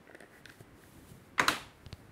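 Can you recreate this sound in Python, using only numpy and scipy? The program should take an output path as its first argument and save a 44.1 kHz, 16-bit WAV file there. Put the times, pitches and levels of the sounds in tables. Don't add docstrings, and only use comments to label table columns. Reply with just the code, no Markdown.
import sys
import numpy as np
from scipy import signal
from scipy.fft import rfft, irfft, next_fast_len
from scipy.io import wavfile
from scipy.ndimage import map_coordinates

SR = 44100
rng = np.random.default_rng(int(sys.argv[2]) if len(sys.argv) > 2 else 0)


def dump(signal):
    limited = np.clip(np.atleast_2d(signal).T, -1, 1)
    pcm = np.round(limited * 32767).astype(np.int16)
    wavfile.write(sys.argv[1], SR, pcm)


def ratio_of_db(decibels):
    return 10 ** (np.asarray(decibels, float) / 20)


N = 93447


def leather():
    # start_s, creak_db, seam_db, snap_db, body_db
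    slips = [(0.0727, -40, -74, -75, -44.5), (0.0877, -46, -70, -80, -67), (0.0961, -51, -73, -80, -42),
             (0.1102, -41.5, -66, -80, -44), (0.1461, -41.5, -63, -80, -40), (.1495, -46, -60, -48.5, -68),
             (0.1513, -40, -47, -70, -35.5), (0.205, -40, -52, -44, -68), (.2062, -50, -49, -70, -38.5),
             (0.2235, -43, -54, -67, -43), (0.2334, -45, -67, -80, -42.5), (0.241, -55, -65, -82, -44),
             (0.456, -37.5, -33.5, -47, -63), (0.4936, -39, -59, -72, -78), (0.499, -37.5, -42, -68, -67),
             (0.5218, -46.5, -52, -56, -70), (0.6073, -48.5, -70, -49, -41.5), (0.836, -47, -70, -80, -79)]
    # start_s, length_s, level_db
    drags = [
        (.04, 0.14, -73.5),
        (.18, .12, -72),
        (.3, 0.1, -60),
        (.44, 0.081, -60.5),
    ]
    # pitch_hz, width_hz, level_db
    hide = [(1535, 327, 1), (1960, 310, 1.5), (2576, 320, -6)]
    # pitch_hz, width_hz, level_db
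    seam = [(2480, 130, 1), (3430, 800, 0), (5170, 1460, -5.5)]
    # pitch_hz, width_hz, level_db
    snap = [(8900, 1500, 9), (12800, 5400, -20)]
    # pitch_hz, width_hz, level_db
    palm = [(352, 206, -8.5), (706, 190, -9.5)]
    slip_t60_s, snap_t60_s, slips_per_s = 0.012, 0.004, 5000

    grit = (rng.random(N) < slips_per_s / SR) * rng.standard_normal(N)
    grit = grit * ratio_of_db(2 * wobble(59.3))
    creak = unit(ring(ring(grit, hide), hide))
    drag = strokes(drags) * (creak + ratio_of_db(-6) * unit(ring(grit, palm)))

    s, creak_db, seam_db, snap_db, body_db = np.transpose(slips)
    out = drag + ring(ring(clicks(s, creak_db - 12, slip_t60_s, knock_db=9.5), hide), hide, 1.66)
    out += ring(clicks(s, body_db, slip_t60_s, knock_db=11.5), palm)
    out += ring(clicks(s, seam_db, snap_t60_s), seam)
    return out + ring(clicks(s, snap_db, snap_t60_s), snap)


def case():
    contact_s = [1.3801, 1.3949, 1.3962, 1.4015, 1.4793, 1.4812, 1.4833, 1.4885, 1.4965]
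    # level_db, scuffle_t60_s, edge (0 flat side - 1 edge)
    contacts = [
        (-28, 0.043, 0),
        (-15.5, .012, 0.019),
        (-12, .016, 0.0034),
        (-21.5, 0.022, 0.21),
        (-44, 0.0067, 0.89),
        (-13, 0.022, 0.95),
        (-20, 0.013, 1),
        (-28.5, 0.045, 0.35),
        (-30.5, 0.0067, 0.99),
    ]
    # pitch_hz, width_hz, level_db
    graze_modes = [(1110, 140, -2), (2040, 117, 3), (3160, 130, -7), (4500, 160, -17)]
    # pitch_hz, width_hz, level_db
    flat_modes = [(398, 330, -12), (753, 62, -6.5), (1050, 36, 0.5), (1560, 153, -4.5), (2070, 163, -2),
                  (3070, 81, -48), (6420, 120, -15), (6540, 70, -44), (9460, 97, -57)]
    # pitch_hz, width_hz, level_db
    edge_modes = [(410, 29, -10), (1337, 63, 4.5), (2100, 87, -8), (2940, 107, -3), (3320, 95, -11.5),
                  (3750, 91, -3), (7200, 86, -16.5), (8080, 61, -14), (11480, 77, -20.5)]
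    # pitch_hz, width_hz, level_db
    desk_modes = [(44, 19, 0), (132, 37, 5), (298, 170, -8.5)]
    # pitch_hz, width_hz, level_db
    shell_modes = [(284, 25, -5), (990, 26, -22), (1280, 41, 8), (1900, 30, -11), (3280, 40, -14),
                   (3830, 45, -2)]
    # pitch_hz, level_db_per_hz
    flat_air = [(35, -60), (60, -9), (286, 2.5), (817, -12), (1030, -4), (2330, -8), (3310, -30),
                (6990, -27.5), (15800, -56)]
    # pitch_hz, level_db_per_hz
    edge_air = [(60, -12.5), (156, 2.5), (700, -4), (1300, -2.5), (3700, -5.5), (5500, -16.5),
                (11000, -17.5), (15700, -27)]
    widen, soft_hz = 2.74, 8400

    s = np.array(contact_s)
    db, t60_s, edge = np.transpose(contacts)
    flat_db, edge_db = db + 10 * np.log10(np.clip([1 - edge, edge], 0.001, 1))
    graze = bursts(s[:1], db[:1], t60_s[:1])
    flat = bursts(s[1:], flat_db[1:], t60_s[1:])
    rim = bursts(s[1:], edge_db[1:], t60_s[1:])
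    flat = filtered(flat, lambda hz: 1 / (1 + 1j * hz / soft_hz) ** 2)

    out = ring(graze, graze_modes, widen) + ring(flat, flat_modes, widen) + ring(rim, edge_modes, widen)
    out += ratio_of_db(-22) * ring(flat + rim, desk_modes)
    out += ratio_of_db(-53) * flat + ratio_of_db(-13) * rim
    out += ratio_of_db(-42) * ring(flat + rim, shell_modes)

    for at_s, flat_room_db, edge_room_db in zip(s, flat_db + 25.5, edge_db + 23.5):
        def air(hz):
            flat_gain = ratio_of_db(flat_room_db + along(flat_air, hz))
            return flat_gain + ratio_of_db(edge_room_db + along(edge_air, hz))

        blow = np.arange(N) == round(at_s * SR)
        out += room(filtered(blow, air))
    return out


def taps():
    # start_s, thud_db, click_db, thud_hz
    hits = [
        (0.6049, -42.5, -56, 104),
        (1.114, -44.5, -75, 104),
        (1.15, -44.5, -79, 112),
        (1.8633, -37.5, -36.5, 74),
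        (1.928, -32.5, -29, 78.4),
        (2.092, -47, -81, 77),
    ]
    # pitch_hz, width_hz, level_db
    nail = [(710, 1300, -6), (2860, 650, -0.5), (4450, 910, 0.5), (12100, 3500, -17)]
    thud_t60_s, click_t60_s, sag, sag_s, pad_hz = 0.055, 0.004, 1.2, 0.004, 6000

    thuds, t = np.zeros(N + SR), np.arange(SR // 8) / SR
    for at_s, thud_db, _, hz in hits:
        turns = hz * (t + sag * sag_s * (1 - np.exp(-t / sag_s)))
        thud = ratio_of_db(thud_db + 0.5 - 60 * t / thud_t60_s) * np.sin(2 * np.pi * turns)
        thuds[round((at_s + 0.001) * SR):][:len(t)] += thud

    s, _, click_db, _ = np.transpose(hits)
    nails = clicks(s, click_db, click_t60_s, knock_db=11)
    nails = filtered(nails, lambda hz: 1 / (1 + 1j * hz / pad_hz) ** 2)
    return thuds[:N] + ring(nails, nail)


def sleeve():
    # start_s, length_s, level_db
    swishes = [
        (.28, 0.16, -67.5),
        (.44, .16, -64),
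        (.57, 0.072, -66),
        (.72, 0.29, -63.5),
        (.9, 0.14, -64),
        (.98, 0.22, -62.5),
        (1.12, 0.22, -69.5),
        (1.65, 0.53, -70),
    ]
    # pitch_hz, level_db_per_hz
    cloth = [(1500, -33), (3000, -0.5), (5500, -5), (9000, -1.5), (12000, -1.5), (15500, -1.5)]
    return strokes(swishes) * ratio_of_db(1.5 * wobble(41.3)) * hiss(cloth)


def room_tone():
    # pitch_hz, level_db_per_hz
    steady = [(25, -21.5), (70, -4.5), (344, -1.5), (714, -7.5), (2000, -11.5), (3200, -21), (6500, -29),
              (15500, -29)]
    # pitch_hz, level_db_per_hz
    rumble = [(25, 1), (70, 7.5), (140, 7.5), (350, 0.5), (900, -40.5)]
    # time_s, level_db
    stir = [
        (0.0, -63),
        (0.32, -66),
        (0.66, -62),
        (0.82, -57.5),
        (1.37, -62.5),
        (1.47, -61.5),
        (1.82, -62.5),
        (2.11, -62),
    ]
    s, db = np.transpose(stir)
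    stir_db = np.interp(np.arange(N) / SR, s, db - db.mean())
    swing_db = 6 * np.tanh(wobble(16))
    return ratio_of_db(-61) * hiss(steady) + ratio_of_db(-63 + stir_db + swing_db) * hiss(rumble)


def room(x):
    # pitch_hz, t60_s
    decay = [(100, 0.26), (260, 0.18), (700, .43), (1840, 0.37), (4850, 0.42), (12800, 0.35)]
    delay_s = 0.006
    hz, t, z = signal.stft(rng.standard_normal(SR // 2), SR, nperseg=256)
    fade = ratio_of_db(-60 * t / along(decay, hz)[:, None])
    tail = signal.istft(z * fade, SR, nperseg=256)[1]
    late = np.pad(x, (round(delay_s * SR), 0))
    return signal.fftconvolve(late, tail / np.linalg.norm(tail))[:N]


def strokes(rows):
    t = np.arange(N) / SR
    power = 0
    for start_s, length_s, db in rows:
        swell = np.sin(np.pi * np.clip((t - start_s) / length_s, 0, 1))
        power = power + (ratio_of_db(db) * swell) ** 2
    return np.sqrt(power)


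def clicks(times_s, dbs, t60_s, knock_db=9):
    out = bursts(times_s, dbs - 7, t60_s, rise_s=0.00025)
    np.add.at(out, np.round(times_s * SR).astype(int), ratio_of_db(dbs + knock_db))
    return out


def bursts(times_s, dbs, t60s, rise_s=0.00022):
    out, t = np.zeros(N + SR), np.arange(SR // 20) / SR
    for at_s, db, t60_s in np.broadcast(times_s, dbs, t60s):
        shape = ratio_of_db(-60 * t / t60_s) * (1 - np.exp(-t / rise_s))
        puff = shape * rng.standard_normal(len(t))
        puff *= np.linalg.norm(shape) / np.linalg.norm(puff)
        out[round(at_s * SR):][:len(t)] += ratio_of_db(db) * puff
    return out[:N]


def ring(x, peaks, widen=1):
    def body(f):
        total = 0
        for k, (pitch_hz, width_hz, db) in enumerate(peaks):
            loss = 1j * f * width_hz * widen
            total = total + (-1) ** k * ratio_of_db(db) * loss / (pitch_hz * pitch_hz - f * f + loss)
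        return total

    power = np.mean(abs(body(np.linspace(1, SR / 2, 4000))) ** 2)
    return filtered(x, body) / np.sqrt(power)


def hiss(spectrum):
    return unit(filtered(rng.standard_normal(N), lambda hz: ratio_of_db(along(spectrum, hz)) * (hz > 18)))


def filtered(x, response):
    m = next_fast_len(N + SR // 2)
    return irfft(rfft(x, m) * response(np.fft.rfftfreq(m, 1 / SR)), m)[:N]


def wobble(rate_hz):
    knots = rng.standard_normal(int(N * rate_hz / SR) + 4)
    return map_coordinates(knots, [np.arange(N) * rate_hz / SR])


def along(points, hz):
    f, v = np.transpose(points)
    return np.interp(np.log(hz + 1), np.log(f + 1), v)


def unit(x):
    return x / np.sqrt(np.mean(x ** 2) + 1e-20)


def scene():
    rub, tap = leather(), taps()
    hands_room = room(ratio_of_db(-8.5) * rub + ratio_of_db(-18) * tap)
    return (case() + rub + tap + hands_room + sleeve() + room_tone())[None]


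def roll_off(x):
    return signal.sosfilt(signal.butter(12, 16610, fs=SR, output="sos"), x)


def record(dry):
    # pitch_hz, level_db
    mic = [(11000, 0.5), (15700, -4.5)]

    def response(hz):
        gain = np.where(hz < 15700, ratio_of_db(along(mic, hz)), ratio_of_db(-30))
        return gain * (hz < 16600)

    mix = filtered(dry[0], response)[None]
    return roll_off(mix)


dry = scene()
out = record(dry)
dump(out)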